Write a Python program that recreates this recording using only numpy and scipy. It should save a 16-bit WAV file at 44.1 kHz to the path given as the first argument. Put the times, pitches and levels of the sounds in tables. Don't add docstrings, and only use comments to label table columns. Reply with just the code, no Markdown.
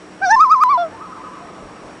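import sys
import numpy as np
from scipy import signal
from scipy.fft import rfft, irfft, next_fast_len
from scipy.io import wavfile
from scipy.ndimage import uniform_filter1d, minimum_filter1d, map_coordinates

SR = 44100
rng = np.random.default_rng(int(sys.argv[2]) if len(sys.argv) > 2 else 0)


def to_wav(sig):
    pcm = np.clip(np.atleast_2d(sig), -1, 1) * 32767
    pcm = np.round(pcm).astype(np.int16)
    wavfile.write(sys.argv[1], SR, pcm.T)


def invert_db(level):
    return 10 ** (np.asarray(level, dtype=float) / 20)


N = 88200
T = np.arange(N) / SR
SKIP_S, LOST_S = .63702, .02


def unit(x):
    return x / np.sqrt(np.mean(x ** 2) + 1e-20)


def wobble(rate):
    return map_coordinates(rng.standard_normal(402), [np.clip(T * rate, 0, 400)])


def coloured(x, points):
    size = next_fast_len(N + 8192)
    hz, db = np.transpose(points)
    log_hz = np.log(np.fft.rfftfreq(size, 1 / SR) + 1)
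    gain = invert_db(np.interp(log_hz, np.log(hz), db))
    return irfft(rfft(x, size) * gain, size)[:N]


def rush(points, patchy_db):
    spectrum = signal.stft(rng.standard_normal(N), nperseg=512)[2]
    field = uniform_filter1d(rng.standard_normal(spectrum.shape), size=5, axis=0)
    field = uniform_filter1d(field, size=10, axis=1)
    noise = signal.istft(spectrum * invert_db(patchy_db * unit(field)), nperseg=512)[1][:N]
    return unit(coloured(noise, points))


# (frequency [Hz], level [dB per Hz])
WASH_COLOUR = [(15, -41), (25, -15), (152, -4.5), (178, -3.5), (277, -1.5), (306, -1.5), (738, -6.5),
               (1190, -8), (3000, -24), (3900, -60.5), (6600, -120)]
# (time [s], level [dB])
WASH_LEVEL = [(0.0, -43), (0.17, -42), (0.43, -46), (0.67, -44), (0.87, -41), (2.0, -41.5)]
# (frequency [Hz], level [dB])
HISS_COLOUR = [(880, -33.5), (1500, -4.5), (3960, -13.5), (5240, -16), (5800, -14.5), (6000, -17.5),
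               (8130, -18.5), (9620, -21.5), (10600, -33), (11200, -50), (11600, -110), (22000, -120)]
# (time [s], level [dB], length [s])
LAPS = [
    (.05, -72, 0.27),
    (1.648, -50, 0.03),
    (1.72, -52, 0.03),
    (1.852, -56, 0.03),
]


def lake():
    s, db = np.transpose(WASH_LEVEL)
    wash_db = np.interp(T, s, db) + 2.5 + 0.7 * wobble(6.3) + 0.3 * wobble(28.0)
    wash = invert_db(wash_db) * rush(WASH_COLOUR, patchy_db=1.5)
    lap_swell = sum(invert_db(db) * np.exp(-((T - s) / length) ** 2) for s, db, length in LAPS)
    lap_colour = [(12, -34.5), (30, 11), (80, -3), (200, -35.5), (400, -81)]
    laps = lap_swell * rush(lap_colour, patchy_db=2)
    hiss = invert_db(-50) * rush(HISS_COLOUR, patchy_db=-1.05)
    return wash + laps + hiss


# (frequency [Hz], level [dB rms])
HUM = [(183, -51.5), (307, -50.5), (7850, -69.5)]
# (offset from the centre [turns], level [dB rms])
WHINE = [(-3, -73), (-2, -69), (-1, -61), (0, -60), (1, -69), (2, -74), (3, -76)]
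WHINE_HZ, TURN_HZ, WHINE_DB = 5602.8, 23.3, -3.5


def motors():
    hum = sum(invert_db(db + 0.93 * wobble(6.7)) * np.sin(2 * np.pi * hz * T + 1.1 * wobble(5.1))
              for hz, db in HUM)
    drift = 0.36 * wobble(6.7)
    whine = sum(invert_db(WHINE_DB + db) * np.sin(2 * np.pi * (WHINE_HZ + k * TURN_HZ) * T + drift + k * k)
                for k, db in WHINE)
    return np.sqrt(2) * (hum + whine)


def scatter(call, returns):
    tail = np.zeros(N)
    for delay, db, t60 in returns:
        decay = invert_db(-60 * np.clip(T - delay, 0, 9) / t60) * (T > delay)
        tail += invert_db(db) * unit(decay) * rng.standard_normal(N)
    return signal.fftconvolve(call, tail)[:N] / np.sqrt(N)


# (delay [s], level [dB], t60 [s])
CLOSE = [(0.054, -29, 0.032), (0.101, -31, 1)]
# (frequency [Hz], level [dB])
CLOSE_COLOUR = [(400, -13.5), (700, -4), (1000, -8), (1150, -1.5), (1290, 1), (1800, -7.5), (2500, -21),
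                (5000, -31.5)]
# (delay [s], level [dB], t60 [s])
TREES = [(.612, -36, .03), (.63, -35, .08), (.67, -39, .25),
         (.72, -43, 0.2), (0.848, -36.5, 1), (1.1, -41.5, 1)]
# (frequency [Hz], level [dB])
SHORE_COLOUR = [(400, 0), (700, 3.5), (890, -5), (1010, 1.5), (1150, 4), (1290, -1.5), (1700, -7.5),
                (5000, -41)]
BANK_S, BANK_DB = .606, -32


def shore(call):
    close = coloured(scatter(call, CLOSE), CLOSE_COLOUR)
    close = np.where(T <= SKIP_S, close, np.roll(close, -round(LOST_S * SR)))
    bank = invert_db(BANK_DB + 2 * wobble(70)) * np.roll(call, round(BANK_S * SR))
    trees = scatter(call, TREES)
    return close + coloured(bank + trees, SHORE_COLOUR)


def lift(hz, pipe):
    return np.sqrt(sum(invert_db(2 * g) / (1 + (2 * (hz - c) / w) ** 2) ** 2 for c, w, g in pipe))


# (time [s], length [s], level [dB])
SHIVER = (.715, .035, -32)
GLIDE_S, EDGE_S = .006, .0073
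BREATH_DB, SHIMMER_DB = -45.5, .3
FLUTTER_DB, FLUTTER_RATE, LAG = 2.6, 70, 2.6
BILL_FROM_HZ = 3100
STRETCH_S, STRETCH_SPAN_S = .29, .012
OCTAVE_LEAD, OCTAVE_SWING = .4, .7


def note(rows, pipe, later=None, turn=0, start=None):
    s, *cols = np.transpose(rows)
    glide = max(int(GLIDE_S * SR), 1)
    hz, db, bill_db = (uniform_filter1d(np.interp(T, s, c), glide) for c in cols)
    cycles = np.cumsum(hz) / SR
    phase = 2 * np.pi * (cycles - np.interp(SKIP_S, T, cycles) + turn)
    rise = T > start if start else np.clip((T - s[0]) / EDGE_S + .5, 0, 1)
    fall = np.clip((s[-1] - T) / EDGE_S + .5, 0, 1)

    breath = invert_db(BREATH_DB) * rush([(50, 0), (600, 0), (1500, -20), (9000, -60)], patchy_db=2)
    shiver_s, shiver_length, shiver_db = SHIVER
    shiver = np.exp(-((T - shiver_s) / shiver_length) ** 2) * np.cos(phase / 4)
    tone = np.sin(phase) * (1 + breath + 2 * invert_db(shiver_db) * shiver)

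    moved = (1 + np.tanh((T - STRETCH_S) / STRETCH_SPAN_S)) / 2
    centre, width = pipe[0][:2]
    octave = OCTAVE_LEAD - OCTAVE_SWING * np.tanh(2 * (2 * hz - centre - 40) / width)
    for k in range(2, 13):
        gain = lift(k * hz, pipe) ** (1 - moved) * lift(k * hz, later or pipe) ** moved
        lag = LAG * (k - 1) - (k == 2) * octave
        upper = 1 / (1 + (BILL_FROM_HZ / (k * hz)) ** 8)
        opening = invert_db(upper * (bill_db + FLUTTER_DB * wobble(FLUTTER_RATE)))
        tone += gain * opening * np.sin(k * phase - lag)
    return np.sqrt(2) * rise * fall * invert_db(db + SHIMMER_DB * wobble(150)) * tone


# (time [s], pitch [Hz], fundamental [dB rms], bill opening on the upper overtones [dB])
OPENING = [(.213, 680, -28, -33.5), (.221, 764, -21.5, -16.5), (.241, 799.6, -18.5, -1.5),
           (.268, 727.5, -16.5, 2.5), (.289, 708, -15, -2), (.304, 810, -16, 0), (.313, 850, -10.5, 4),
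           (.333, 911.8, -3.5, -15), (.356, 887, -8, -3.5)]
WAVERS = [
    [(.36, 1075, -18, 0), (.366, 1057, -10, 2), (.388, 1005, -12, -4), (.402, 1165, -8.5, 2),
     (.41, 1232, -3.8, 3), (.428, 1308, -3.5, -8), (.441, 1262, -6.5, -8), (.45, 1134, -12.5, -7),
     (.466, 1022, -14, 0)],
    [(.482, 1000, -16, -7), (.492, 1012, -15.5, -6), (.506, 1180, -12.5, 0), (.517, 1252, -5.5, 2),
     (.531, 1302, -4, -9), (.541, 1260, -7.3, -7), (.551, 1132, -13.5, -8), (.564, 1035, -13.5, -2),
     (.59, 1005, -16, -8)],
    [(.599, 1008, -16, -8), (.612, 1160, -13.5, -2), (.626, 1250, -7.3, 0), (.637, 1262, -5.8, -3),
     (.645, 1210, -8, -6), (.658, 1035, -11, 0)],
]
LAST_WAVER = [(.637, 1035, -11, 0), (.65, 1010, -13, -3), (.684, 985, -13.5, -5), (.697, 1108, -12.3, 0),
              (.707, 1163, -12, 0), (.717, 1175, -11, -2), (.742, 1055, -11, 1), (.757, 993, -13, -5),
              (.776, 975, -15, -12)]
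CLOSING = [(.777, 708, -15, 0.5), (.785, 691, -17.5, -3.5), (.815, 703, -16.5, 1.5),
           (.833, 679, -18.5, -11), (.845, 666.4, -22, -12), (.861, 637, -25, -28), (.875, 636, -32.5, -24),
           (.89, 614, -41.5, -17)]
# (frequency [Hz], width [Hz], level re fundamental [dB])
PIPE_OPENING = [(1580, 140, 2.5), (2355, 130, -15.5), (3710, 500, -25.5), (4580, 520, -22.5),
                (5190, 600, -26.5), (5750, 400, -15.5), (6700, 500, -36.5), (7930, 1300, -45.5)]
PIPE_STRETCHED = [(1681, 260, -1), (2760, 250, -25), (3640, 220, -25.5), (4120, 300, -21),
                  (5260, 180, -21.5), (5674, 610, -13.5), (6040, 330, -22), (8000, 390, -44),
                  (9060, 900, -44.5)]
PIPE_HIGH = [(2390, 360, -28), (3500, 250, -45), (4060, 130, -45), (4225, 300, -33.5), (4763, 290, -24.5),
             (5400, 300, -26), (5650, 250, -31), (6230, 500, -36), (7500, 800, -45.5), (8700, 830, -57.5)]
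PIPE_LAST = [(2414, 345, -19.5), (3530, 180, -32), (4100, 570, -33), (4530, 610, -31), (5370, 530, -38.5),
             (6000, 340, -44)]
PIPE_CLOSING = [(1320, 290, -9.5), (2050, 380, -49), (2810, 260, -38), (3466, 350, -23), (4190, 300, -31),
                (4800, 250, -36), (5420, 400, -26.5)]


def bird():
    opening = note(OPENING, PIPE_OPENING, PIPE_STRETCHED)
    wavers = note(np.vstack(WAVERS), PIPE_HIGH, turn=-.15)
    last_waver = note(LAST_WAVER, PIPE_LAST, turn=-.07, start=.6)
    closing = note(CLOSING, PIPE_CLOSING)
    return opening + wavers, last_waver + closing


# (frequency [Hz], level [dB])
BAND = [(20, 0), (9000, 0), (10200, -8), (11300, -35), (12500, -90), (22000, -120)]
TOP, CLIP, HARD = .69, .74, 14
CATCH_S, STEP_S = .005, .0023


def limited(x):
    peak = -minimum_filter1d(-np.abs(x), size=64)
    lag, step = round(CATCH_S * SR), round(STEP_S * SR)
    wanted = np.pad(TOP / np.maximum(peak, TOP), (lag, 0), "edge")
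    gain = signal.lfilter(np.ones(lag) / lag, 1, wanted)[lag:]
    held = x * gain[np.arange(N) // step * step]
    return coloured(held / (1 + np.abs(held / CLIP) ** HARD) ** (1 / HARD), BAND)


DUCK_FROM_DB, DUCK_RATIO, DUCK_RELEASE_S = -9, 1, .21


def ducking(call):
    power = np.abs(uniform_filter1d(call ** 2, size=220))
    over_db = np.clip(10 * np.log10(power + 1e-9) - DUCK_FROM_DB, 0, 30)
    fade = np.exp(-1 / (DUCK_RELEASE_S * SR))
    released = signal.lfilter([1 - fade], [1, -fade], 4.4 * over_db)
    return DUCK_RATIO * np.maximum(over_db, released)


def thump():
    swell = np.clip((T - .308) / .082, 0, 99)
    return -invert_db(-34.5) * (1 - np.exp(-6 * swell)) * np.exp(-swell)


def scene():
    before, after = bird()
    call = np.where(T <= SKIP_S, limited(before), limited(after))
    in_air = np.where(T <= SKIP_S + LOST_S, before, np.roll(after, round(LOST_S * SR)))
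    floor = shore(in_air) + lake() + motors()
    return (call + thump() + invert_db(-ducking(call)) * floor)[None]


def top_cut(x):
    return signal.sosfilt(signal.butter(12, 16000, fs=SR, output="sos"), x)


def record(dry):
    return top_cut(dry)


dry = scene()
out = record(dry)
to_wav(out)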